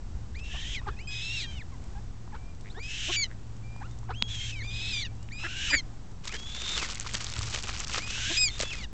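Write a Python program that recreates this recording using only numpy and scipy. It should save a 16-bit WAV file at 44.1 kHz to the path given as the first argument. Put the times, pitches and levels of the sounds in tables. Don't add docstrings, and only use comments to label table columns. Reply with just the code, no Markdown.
import sys
import numpy as np
from scipy import signal
from scipy.fft import rfft, irfft
from scipy.io import wavfile
from scipy.ndimage import uniform_filter1d, minimum_filter1d

SR = 44100
rng = np.random.default_rng(int(sys.argv[2]) if len(sys.argv) > 2 else 0)


def invert_db(x):
    u = np.asarray(x, float) / 20
    return 10 ** u


def store_pcm(level_fs):
    pcm = np.round(np.clip(level_fs, -1, 1) * 32767).astype(np.int16)
    wavfile.write(sys.argv[1], SR, np.atleast_2d(pcm).T)


N = 393792
T = np.arange(N) / SR

# (start [s], end [s], centre of the wandering pitch [Hz], level at the end [dB], air [dB])
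RASPS = [(0.382, 0.41, 2880, -58.5, 11.5), (0.429, 0.522, 2790, -55, 6), (0.506, 0.621, 2950, -44, 0),
         (0.605, 0.774, 3204, -42, 1.5), (1.101, 1.265, 3540, -43, 0), (1.244, 1.451, 3760, -41, 1),
         (1.502, 1.558, 2470, -59.5, 8.5), (2.819, 2.89, 3140, -55.5, 10.5),
         (2.878, 3.124, 2965, -39.5, 5.5), (3.112, 3.17, 2970, -34, 6), (4.274, 4.362, 3550, -51, 9.5),
         (4.338, 4.526, 2690, -52, 13.5), (4.518, 4.555, 3530, -60, 13), (4.627, 4.676, 3410, -55, 6),
         (4.697, 4.941, 3640, -39.5, -1.5), (4.924, 5.038, 3510, -41, -3), (5.38, 5.566, 2750, -45, 2.5),
         (5.554, 5.727, 2863, -37, 3.5), (6.454, 6.806, 3640, -42, 3.5), (8.059, 8.393, 3010, -40.5, 11.5),
         (8.495, 8.594, 3520, -56.5, 12.5), (8.61, 8.83, 3170, -57.5, 0)]
CHICK_RISE_S = 0.04


def band(x, hz, width, order=1):
    edges = [max(hz - width / 2, 10), min(hz + width / 2, 0.45 * SR)]
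    return signal.sosfilt(signal.butter(order, edges, "band", fs=SR, output="sos"), x)


def unit(x):
    return x / np.sqrt(np.mean(x ** 2))


def walk(rate, size=N):
    k = int(SR / rate)
    steps = np.repeat(rng.standard_normal(size // k + 2), k)
    return 1.286 * uniform_filter1d(uniform_filter1d(steps, k), k)[:size]


def colour(x, points):
    hz, db = np.transpose(points)
    bins = np.fft.rfftfreq(len(x), 1 / SR) + 1
    gain = invert_db(np.interp(np.log(bins), np.log(hz), db, -120, -120))
    return unit(irfft(rfft(x) * gain, len(x)))


def background():
    # (frequency [Hz], level [dB per Hz])
    lawn = [(82, -21.5), (140, 2), (212, -1), (280, -5.5), (601, -16.5), (656, -15.5), (740, -13.5),
            (2370, -26), (7310, -27), (8850, -30.5), (11500, -68), (19500, -120)]
    # (time [s], traffic below 90 Hz [dB], hum near 110 Hz [dB])
    rumble = [(0.0, -40.5, -55), (0.32, -38.5, -46.5), (0.4, -41.5, -67), (0.67, -40, -47.5),
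              (1.41, -50, -45.5), (1.54, -38.5, -51.5), (2.19, -49.5, -44.5), (2.39, -48, -53.5),
              (3.68, -49, -43.5), (4.63, -43.5, -41), (6.91, -50.5, -58), (6.96, -54, -49.5),
              (7.44, -42, -42), (7.61, -44.5, -50), (8.58, -47.5, -46), (8.93, -46.5, -59)]
    s, road_db, hum_db = np.transpose(rumble)
    hiss = colour(rng.standard_normal(N), lawn) * invert_db(-50.5 + walk(8.7))
    road = unit(band(rng.standard_normal(N), 56.3, 36, order=2))
    wind = unit(band(rng.standard_normal(N), 28, 50, order=2)) * invert_db(-43 + 0.8 * walk(2))
    hum = np.sqrt(2) * np.sin(2 * np.pi * np.cumsum(110.6 + 1.286 * walk(3.7)) / SR)
    hum = hum + 0.5 * unit(band(rng.standard_normal(N), 108.0, 36, order=2))
    road = invert_db(np.interp(T, s, road_db) + 2.54) * road
    return hiss + wind + road + invert_db(np.interp(T, s, hum_db) + 0.5) * hum


def clicks(events, cycles, scatter, tail, contact_s=0.0001):
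    out, t = np.zeros(N + 4000), np.arange(4000) / SR
    for s, db, hz in events:
        contact = -np.expm1(-(t / contact_s) ** 2)
        ring = np.sin(2 * np.pi * hz * t) * np.exp(-t * hz / cycles) * contact
        burst = scatter * np.diff(rng.standard_normal(len(t) + 1)) * np.exp(-t / tail)
        start = int(s * SR)
        out[start:start + len(t)] += invert_db(db) * (ring + burst)
    return out[:N]


def feet_and_bills():
    # (time [s], peak [dB])
    taps = [(0.483, -41), (0.816, -34), (1.682, -51), (2.277, -36), (3.762, -33.5), (4.031, -37),
            (4.31, -48), (4.648, -39)]
    # (time [s], peak [dB])
    ticks = [(1.739, -40), (1.8397, -36.5), (2.5486, -39), (2.609, -33.5), (3.565, -37.5), (3.763, -41),
             (3.911, -37.5), (3.987, -34.5), (4.04, -41), (4.052, -43), (5.152, -44), (5.166, -44.5),
             (5.228, -33), (6.115, -40.5), (6.2103, -50)]
    # (time [s], peak [dB], ring [Hz])
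    snap = [
        (4.2219, -25, 1560),
        (4.2237, 11, 3490),
        (4.2252, -33, 3800),
        (5.288, -21, 2500),
    ]
    # (time [s], peak [dB], ring [Hz])
    thuds = [
        (4.2225, -23, 960),
        (4.223, -27, 220),
        (7.386, -23.5, 95.6),
        (8.603, -21, 620),
        (8.633, -23, 534),
    ]
    sound = clicks([(s, db, 950) for s, db in taps], 1.0, 0.05, 0.002)
    sound += clicks([(s, db, 5500) for s, db in ticks], 0.85, 0.45, 0.0036)
    sound += clicks(snap, 0.75, 0.011, 0.0018, contact_s=0.0003)
    return sound + clicks(thuds, 1.47, 0, 0.002)


def tearing():
    # (time [s], peak [dB], ring [Hz])
    tears = [(6.2441, -47, 1910), (6.2533, -36.5, 1020), (6.254, -25, 3820), (6.2797, -21, 3720),
             (6.3243, -26, 2160), (6.828, -27.5, 2410), (6.8955, -32.5, 1160), (6.9472, -22.5, 6840),
             (6.9556, -20.5, 4100), (6.973, -28, 2170), (6.9986, -13, 6920), (7.0475, -33.5, 1160),
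             (7.0637, -31, 1000), (7.063, -31, 1270), (7.0926, -28, 2010), (7.112, -26.5, 3070),
             (7.1368, -14.5, 6900), (7.1428, -18.5, 3660), (7.1706, -29.5, 2510), (7.2083, -26.5, 2850),
             (7.2443, -18, 6200), (7.267, -19.5, 3510), (7.3005, -22.5, 4800), (7.3375, -20.5, 3740),
             (7.3568, -27, 2770), (7.411, -27.5, 1180), (7.4304, -18, 6870), (7.481, -33, 1380),
             (7.5417, -33.5, 6780), (7.5426, -24.5, 4500), (7.56, -24, 2160), (7.625, -21.5, 4650),
             (7.6387, -22, 2940), (7.683, -21.5, 5630), (7.6985, -19, 4330), (7.7289, -24.5, 4200),
             (7.744, -19.5, 4900), (7.774, -19.5, 5010), (7.8023, -39, 1010), (7.8023, -11.5, 6670),
             (7.8312, -27.5, 4800), (7.8806, -20, 5370), (7.909, -22.5, 4560), (7.929, -22, 2650),
             (6.9002, -22, 2960), (6.921, -23.5, 5500), (7.0087, -17.5, 6800), (7.028, -27.5, 4000),
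                  (7.152, -24.5, 3500), (7.318, -25.5, 6500), (7.381, -22.5, 6800), (7.3908, -18, 4800),
                  (7.44, -23, 7500), (7.501, -25, 6000), (7.577, -24, 6500), (7.633, -23.5, 7300),
                  (7.7935, -22.5, 6500), (7.845, -24, 5000), (7.874, -30.5, 4500), (7.891, -32, 6000),
                  (7.947, -28, 3500), (7.958, -27.5, 6500), (7.972, -19, 2500), (7.982, -28.5, 7200),
             (8.011, -33.5, 4940), (8.078, -29.5, 7000), (8.099, -34.5, 4500), (8.145, -34.5, 6000),
                  (8.593, -16.5, 4880), (8.602, -21, 2050), (8.609, -26, 3980), (8.628, -20.5, 4870),
                  (8.633, -26.5, 2630), (8.64, -34.5, 4500)]
    return clicks(tears, 2.1, 0.78, 0.00081)


def grazing():
    fibre_hz = [500, 1300, 2600, 4400, 6800]
    # (frequency [Hz], level [dB per Hz])
    grass = [(120, -49), (200, 1.5), (279, -8.5), (645, -10.5), (1320, -6), (1750, -8.5), (2950, -7.5),
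             (7160, -9.5), (8800, -17), (11400, -60.5), (19400, -120)]
    # (start [s], end [s], level [dB])
    bouts = [(6.24, 6.287, -50), (6.317, 6.535, -53.5), (6.548, 6.882, -45.5), (6.886, 6.936, -40),
             (6.94, 6.991, -47), (6.99, 7.018, -48.5), (7.045, 7.06, -62), (7.051, 7.128, -46),
             (7.128, 7.184, -41.5), (7.194, 7.351, -43.5), (7.347, 7.388, -39), (7.393, 7.524, -41.5),
             (7.524, 7.595, -42.5), (7.597, 7.645, -49), (7.633, 7.707, -42.5), (7.713, 7.745, -56),
             (7.734, 7.85, -42.5), (7.856, 7.877, -49), (7.88, 7.992, -46.5), (7.993, 8.343, -49.5),
             (8.33, 8.596, -52), (8.584, 8.847, -46), (8.593, 8.619, -35.5), (8.621, 8.643, -32.5)]
    # (time of peak [s], level [dB], build-up [s])
    tugs = [(6.279, -42, 0.018), (6.338, -43.5, 0.005), (6.782, -36.5, 0.084), (6.829, -40.5, 0.012),
            (7.009, -41.5, 0.0045), (7.066, -46, 0.0043), (7.146, -41.5, 0.0025), (7.27, -46, 0.008),
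            (7.547, -38, 0.012), (7.7, -43.5, 0.011), (7.805, -50, 0.01), (7.962, -32, 0.03),
            (8.1, -41.5, 0.0053)]
    tug_decay_s = 0.036
    crackle = 0
    for hz in fibre_hz:
        chance = rng.random((3, N))
        parted = chance[0] < 700 / SR
        fibres = parted * np.sign(chance[1] - 0.5) * invert_db(-3 * np.log(chance[2] + 0.05))
        rough = unit(fibres) + 0.25 * rng.standard_normal(N)
        crackle = crackle + band(rough, hz, 0.7 * hz) * invert_db(2.5 * walk(120))
    rustle = colour(crackle, grass) * invert_db(3.2 * walk(300))
    pull = uniform_filter1d(sum(invert_db(db) * ((T > s) & (T < end)) for s, end, db in bouts), size=200)
    for s, db, build in tugs:
        pull = pull + invert_db(db) * np.exp(np.minimum((T - s) / build, (s - T) / tug_decay_s))
    return pull * rustle


def unrest():
    mask = sum((T > s) & (T < end) for s, end, *_ in RASPS)
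    return uniform_filter1d(np.clip(mask, 0, 1.0), size=900)


def breaths(rises, holds, falls, rise_s, effort_db):
    x, notes, out = np.linspace(0, 1, 16), [], []
    for kind, table in enumerate([rises, holds, falls]):
        for s, length, from_hz, to_hz, db in table:
            climb = np.expm1(-x * length / rise_s) / np.expm1(-length / rise_s)
            bend = [climb, x, x ** 1.4][kind]
            hz = from_hz + (to_hz - from_hz) * bend
            notes.append(np.transpose([s + x * length, hz, db + effort_db[kind] * np.log2(hz / from_hz)]))
    for note in sorted(notes, key=lambda rows: rows[0, 0]):
        if out and note[0, 0] - out[-1][-1, 0] < 0.025:
            last = out.pop()
            note = np.vstack([last[last[:, 0] < note[0, 0]], note])
        out.append(note)

    def edge(s):
        return -2.5 * np.exp((s[0] - s) / 0.0041) - 14.5 * np.exp((s - s[-1]) / 0.015)

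    return [np.transpose([s, hz, db + edge(s)]) for s, hz, db in map(np.transpose, out)]


def read(rows, fade=0.00082):
    s, *columns = np.transpose(rows)
    span = slice(int(s[0] * SR), min(int(s[-1] * SR), N))
    gate = np.clip(np.minimum(T[span] - s[0], s[-1] - T[span]) / fade, 0, 1)
    return span, gate, [np.interp(T[span], s, c) for c in columns]


def whistles(calls, catches, wobble, second_db=-15, third_db=-2):
    # (frequency [Hz], level [dB])
    windpipe = [(1250, -32), (1600, -9), (2300, -5), (3400, 0), (4300, -12), (5600, -12), (6200, -15),
                (8000, -20)]
    # (centre [Hz], width [Hz], gain [dB])
    rings = [(3800, 650, 9), (4600, 260, -3), (5040, 220, 2.5)]
    out, between, rough = np.zeros(N), np.zeros((len(catches), N)), unrest()
    for row, table in zip(between, catches):
        for start, end, db in table:
            row[int(start * SR):int(end * SR)] = invert_db(db)
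    throb = 1 + 0.13 * np.sin(2 * np.pi * 155 * T)
    between = uniform_filter1d(between, 200, axis=1) * throb
    for rows in calls:
        span, gate, (hz, one_db, *two_db) = read(rows)
        size = len(hz)
        hz = uniform_filter1d(hz, 350, mode="nearest")
        jitter = wobble * (1 + 3 * rough[span]) * walk(500, size=size)
        turn = 2 * np.pi * np.cumsum(hz * (1 + jitter)) / SR
        step_db = two_db[0] - one_db if two_db else second_db
        ring_db = sum(db * np.exp(-((2 * hz - ring_hz) / width) ** 2) for ring_hz, width, db in rings)
        top_db = step_db + third_db - 7 * rough[span] + 0.092 * np.minimum(step_db, 0)
        tone = np.sin(turn) + invert_db(step_db + ring_db) * np.sin(2 * turn) + invert_db(top_db) * np.sin(3 * turn)
        for cycles, share in enumerate(between[:, span], 2):
            if not share.any():
                continue
            for m in [k / cycles for k in range(1, 4 * cycles) if k % cycles]:
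                tone += share * invert_db(np.interp(m * hz, *np.transpose(windpipe))) * np.sin(m * turn)
        level = invert_db(one_db + 1.0 * walk(120, size=size))
        breath = 1 + 0.12 * walk(2500, size=size)
        out[span] += np.sqrt(2) * gate * tone * level * breath
    return out


def grunts():
    duck_grunts = [(0.553, 323, 800, -46.5, -13), (0.885, 411.3, 1050, -37, -1),
                   (2.352, 454.6, 1020, -47, -1), (2.669, 107.6, 2090, -52.5, -37),
                   (2.782, 400, 880, -49, 8.5), (3.102, 331.6, 820, -41, 8), (3.314, 110, 1770, -56, -33),
                   (3.825, 495, 1520, -54, -5), (4.11, 439, 1060, -39.5, 0), (5.454, 332, 1670, -35, -7),
                   (5.741, 294, 1915, -22.5, -11.5), (6.347, 407, 1780, -40.5, -4.5),
                   (8.314, 319.6, 760, -47.5, 14)]
    out = np.zeros(N)
    for mid, hz, mouth_hz, db, chest_db in duck_grunts:
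        half = 0.015 + 1.1 / hz
        span = slice(int((mid - 2 * half) * SR), int((mid + 2 * half) * SR))
        x = (T[span] - mid) / half
        cycle = np.cumsum(hz * (1 + 0.044 * x + 0.091 * walk(300, size=len(x)))) / SR
        pulses = np.diff(np.floor(cycle), prepend=0) * invert_db(2.5 * walk(500, size=len(x)))
        pulses = unit(pulses) + invert_db(-15) * rng.standard_normal(len(x))
        glide = 0.4 * np.clip(1900 / mouth_hz - 1, 0.15, 1)
        opening = 0
        for k in np.linspace(-1, 1, 5):
            shape = band(pulses, mouth_hz * (1 + glide * k), 540, order=2)
            opening = opening + shape * np.exp(-((x - k) / 0.45) ** 2)
        mouth = opening + 0.13 * band(pulses, 500, 820) + 0.096 * band(pulses, 2800, 2600, order=3)
        chest = np.sin(2 * np.pi * cycle) + 0.37 * np.sin(4 * np.pi * cycle)
        out[span] += invert_db(db) * (unit(mouth) + invert_db(chest_db) * chest) * np.exp(-1.5 * x ** 2)
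    return out


def duck_pipes():
    # (start [s], length [s], from [Hz], to [Hz], level at the start [dB])
    duck_rises = [(.82, .03, 933, 1411, -55), (.884, 0.038, 800, 1860, -44.5),
                  (.932, .022, 1570, 1800, -53), (5.398, .02, 1150, 1437, -50),
                  (5.467, 0.0137, 1130, 1450, -40), (2.345, 0.044, 832, 1570, -45.5),
                  (3.82, 0.058, 766, 1490, -41.5), (4.035, 0.0366, 862, 1380, -56),
                  (4.112, 0.045, 756, 1660, -43.5), (5.755, 0.02, 1320, 2000, -33),
                  (6.29, 0.023, 1190, 1380, -41)]
    duck_holds = [(0.498, 0.18, 1757, 1850, -53), (1.03, .028, 2530, 2700, -56),
                  (1.951, 0.046, 778, 862, -50.5), (5.48, 0.19, 1452, 1704, -52),
                  (8.148, 0.17, 1486, 1627, -46.5), (8.299, 0.063, 1650, 1620, -44.5)]
    duck_falls = [(.85, 0.022, 1416, 775, -60), (1.719, 0.041, 1114, 917, -53.5),
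                  (2.31, 0.022, 1220, 842, -61), (3.8, 0.015, 1070, 764, -57),
                  (3.872, .018, 1500, 850, -64), (4.078, 0.017, 1345, 730, -60),
                  (5.421, .02, 1390, 740, -50), (5.692, 0.026, 1345, 800, -45.5)]
    pipes = breaths(duck_rises, duck_holds, duck_falls, 0.023, (-11.5, 42, -28))
    return whistles(pipes, [], 0.01, second_db=-9, third_db=-12)


def far_coot():
    # (start [s], length [s], from [Hz], to [Hz], level at the start [dB])
    far_rises = [(.746, 0.057, 2640, 1836, -34), (.965, .035, 2410, 2750, -55),
                 (1.0, 0.13, 2750, 3230, -59), (2.7, 0.031, 3430, 4620, -50),
                 (4.153, .05, 3030, 3320, -48.5), (5.37, 0.083, 3840, 3970, -51.5),
                 (6.292, 0.053, 2083, 2760, -48), (6.325, 0.071, 2860, 3290, -48.5)]
    far_holds = [(4.118, .035, 1994, 2828, -62), (5.27, .07, 2920, 3880, -90),
                 (3.126, 0.029, 2610, 3240, -48), (1.399, 0.15, 3340, 3060, -45.5),
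                 (3.631, 0.195, 2350, 2424, -59), (3.89, .03, 3400, 3720, -68),
                 (3.92, .03, 3720, 3500, -60), (5.078, .055, 2280, 2400, -63),
                 (4.202, 0.12, 3316, 3298, -44), (4.307, .085, 3453, 3160, -38.5),
                 (4.388, 0.089, 3193, 3230, -40), (4.461, 0.065, 3255, 2985, -44),
                 (4.525, 0.024, 2600, 2540, -41), (4.56, 0.042, 2330, 2270, -44),
                 (2.32, .17, 2240, 2400, -67.5), (2.49, .05, 2430, 2330, -61),
                 (5.161, 0.11, 2630, 3000, -74), (5.47, .08, 4170, 4330, -56), (6.39, .29, 3284, 3690, -47),
                 (6.68, 0.039, 3640, 3600, -35.5), (6.73, .05, 3620, 3484, -35.5),
                 (8.398, 0.042, 3780, 3500, -40), (8.5, 0.087, 3620, 3600, -44.5),
                 (8.64, 0.09, 3404, 3416, -42.5)]
    far_falls = [(1.573, 0.054, 2940, 1590, -49), (4.59, 0.04, 2246, 1696, -40),
                 (6.785, 0.077, 2825, 1664, -42), (8.712, 0.04, 2680, 1840, -39.5)]
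    # (start [s], end [s], lines between partials re partial 1 [dB])
    far_catch = [(0.774, 0.798, -9.5), (8.64, 8.7, -11)]
    far_thirds = [(4.398, 4.473, -5), (4.558, 4.594, -4.5)]
    far_quarters = [(1.44, 1.525, -3.5), (1.55, 1.588, -4)]
    calls = breaths(far_rises, far_holds, far_falls, CHICK_RISE_S, (6.5, 40.5, -14))
    return whistles(calls, [far_catch, far_thirds, far_quarters], 0.004)


def with_second(calls):
    rough, out = unrest(), []
    for s, hz, db in map(np.transpose, calls):
        effort = -4.5 + 0.71 * (db + 38.5)
        tight = np.clip(0.035 * (hz - 2500), 0, 9) * np.interp(s, T, rough)
        slide = 0.0006 * np.clip(minimum_filter1d(-np.gradient(hz, s), size=5), 0, 15000)
        out.append(np.transpose([s, hz, db, db + effort - tight + slide]))
    return out


def sputter():
    # (start [s], end [s], depth [0-1])
    sputters = [
        (3.2435, 3.265, .7),
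        (5.045, 5.08, .6),
        (8.4815, 8.51, .9),
    ]
    gain = np.ones(N)
    for s, end, depth in sputters:
        gain -= depth * ((T > s) & (T < end)) * np.sin(np.pi * 162 * (T - s)) ** 2
    return gain


def near_coot():
    # (start [s], length [s], from [Hz], to [Hz], level at the start [dB])
    near_rises = [(.342, 0.028, 1493, 2394, -54.5), (.377, 0.081, 2380, 2730, -51),
                  (.988, 0.039, 1960, 2600, -46.5), (2.745, 0.083, 1510, 2030, -53.5),
                  (2.795, 0.2, 2200, 2640, -46), (4.606, 0.054, 1903, 2435, -47),
                  (5.308, 0.013, 1777, 1916, -52), (5.32, 0.017, 2218, 2420, -44.5),
                  (7.985, 0.062, 1860, 2500, -47.5)]
    near_holds = [(0.451, 0.12, 2750, 2550, -47), (1.072, .11, 2502, 2535, -42),
                  (1.182, .175, 2510, 2794, -42.5), (1.356, .044, 2755, 2593, -36.5),
                  (3.161, 0.053, 2326, 2283, -31), (4.932, 0.065, 2427, 2338, -36),
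                  (5.7, .025, 2450, 2420, -33), (8.698, 0.074, 2725, 2480, -44),
                  (4.66, .24, 2387, 2630, -46), (5.339, 0.15, 2402, 2724, -46.5),
                  (8.06, 0.14, 2490, 2740, -46.5), (8.368, 0.023, 2445, 2536, -31),
                  (8.388, 0.021, 2506, 2518, -31), (8.414, .032, 2510, 2500, -29.5),
                  (.79, .065, 2540, 2530, -64), (.91, 0.047, 2540, 2450, -59),
                  (8.643, 0.05, 2615, 2670, -48)]
    near_falls = [(1.397, .038, 2520, 1940, -42), (1.44, 0.026, 1910, 1755, -40.5),
                  (3.21, 0.04, 2280, 2000, -32), (3.246, 0.022, 2050, 1920, -37),
                  (5.004, .042, 2340, 1854, -39), (5.048, 0.03, 1956, 1590, -42),
                  (5.737, 0.074, 2390, 2013, -32.5), (8.446, .036, 2467, 2190, -31),
                  (4.901, .032, 2635, 2448, -40.5), (8.486, 0.024, 2166, 2060, -33),
                  (8.784, 0.056, 2424, 1885, -46), (8.833, 0.031, 2017, 1630, -44)]
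    # (start [s], end [s], lines between partials re partial 1 [dB])
    near_catch = [(1.12, 1.3, -1), (1.4, 1.475, 0), (3.17, 3.23, -18), (3.24, 3.265, 5.5),
                  (4.675, 4.7, 5.5), (4.933, 5.019, 2.5), (5.047, 5.076, 10.5), (5.345, 5.365, -13),
                  (5.782, 5.802, 1), (8.39, 8.44, -7), (8.48, 8.491, 6.5), (8.838, 8.853, 8.5)]
    near_thirds = [(1.087, 1.142, -8.5)]
    calls = breaths(near_rises, near_holds, near_falls, CHICK_RISE_S, (12.5, 42.5, 11.5))
    return sputter() * whistles(with_second(calls), [near_catch, near_thirds], 0.003)


def rasps():
    # (centre [Hz], width [Hz], level [dB])
    throat = [(1774, 590, -9), (2600, 750, -2.5), (3600, 900, 0), (4700, 1300, -9), (5900, 1400, -3.5),
              (7000, 1300, -5)]
    out, air = np.zeros(N), 0
    for hz, width, db in throat:
        air = air + invert_db(db) * band(rng.standard_normal(N), hz, width, order=2) / np.sqrt(width)
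    air = unit(air)
    for s, end, centre_hz, end_db, air_db in RASPS:
        length = end - s
        span, gate, (t,) = read([(s, 0), (end, length)], fade=0.012)
        size = len(t)
        swell = 35 * (t - length)
        db = end_db - 2 * np.exp(-t / 0.11) + swell - 5 * np.exp((t - length) / 0.019)
        hz = centre_hz * (1 + 0.41 * (t - length / 2))
        leap = 0.08 * walk(1500, size=size) + 0.022 * walk(150, size=size)
        turn = 2 * np.pi * np.cumsum(hz * (1 + leap)) / SR
        chaos = np.sin(turn) + invert_db(-19) * np.sin(2 * turn) + invert_db(-17.0) * np.sin(0.62 * turn)
        level = invert_db(db + 0.5 * walk(150, size=size))
        out[span] += gate * level * (invert_db(8) * chaos + invert_db(air_db) * air[span])
    return out


def scene():
    lawn_sounds = background() + feet_and_bills() + tearing() + grazing()
    ducks = grunts() + duck_pipes()
    coots = far_coot() + near_coot() + rasps()
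    mono = lawn_sounds + ducks + coots
    return np.array([mono, mono])


def low_pass(x):
    return signal.sosfilt(signal.butter(12, 9000, fs=SR, output="sos"), x)


def record(dry):
    inner_rate_hz, offset = 16000, -0.0098
    kept = signal.sosfilt(signal.cheby1(6, 0.5, 7650, fs=SR, output="sos"), dry)
    folded = kept * np.cos(2 * np.pi * inner_rate_hz * T)
    mirror = signal.sosfilt(signal.butter(6, 8000, "high", fs=SR, output="sos"), folded)
    leaky = kept + invert_db(-15.0) * mirror
    top = signal.sosfilt(signal.ellip(8, 0.5, 80, 8750, fs=SR, output="sos"), leaky)
    return low_pass(top + offset)


dry = scene()
out = record(dry)
store_pcm(out)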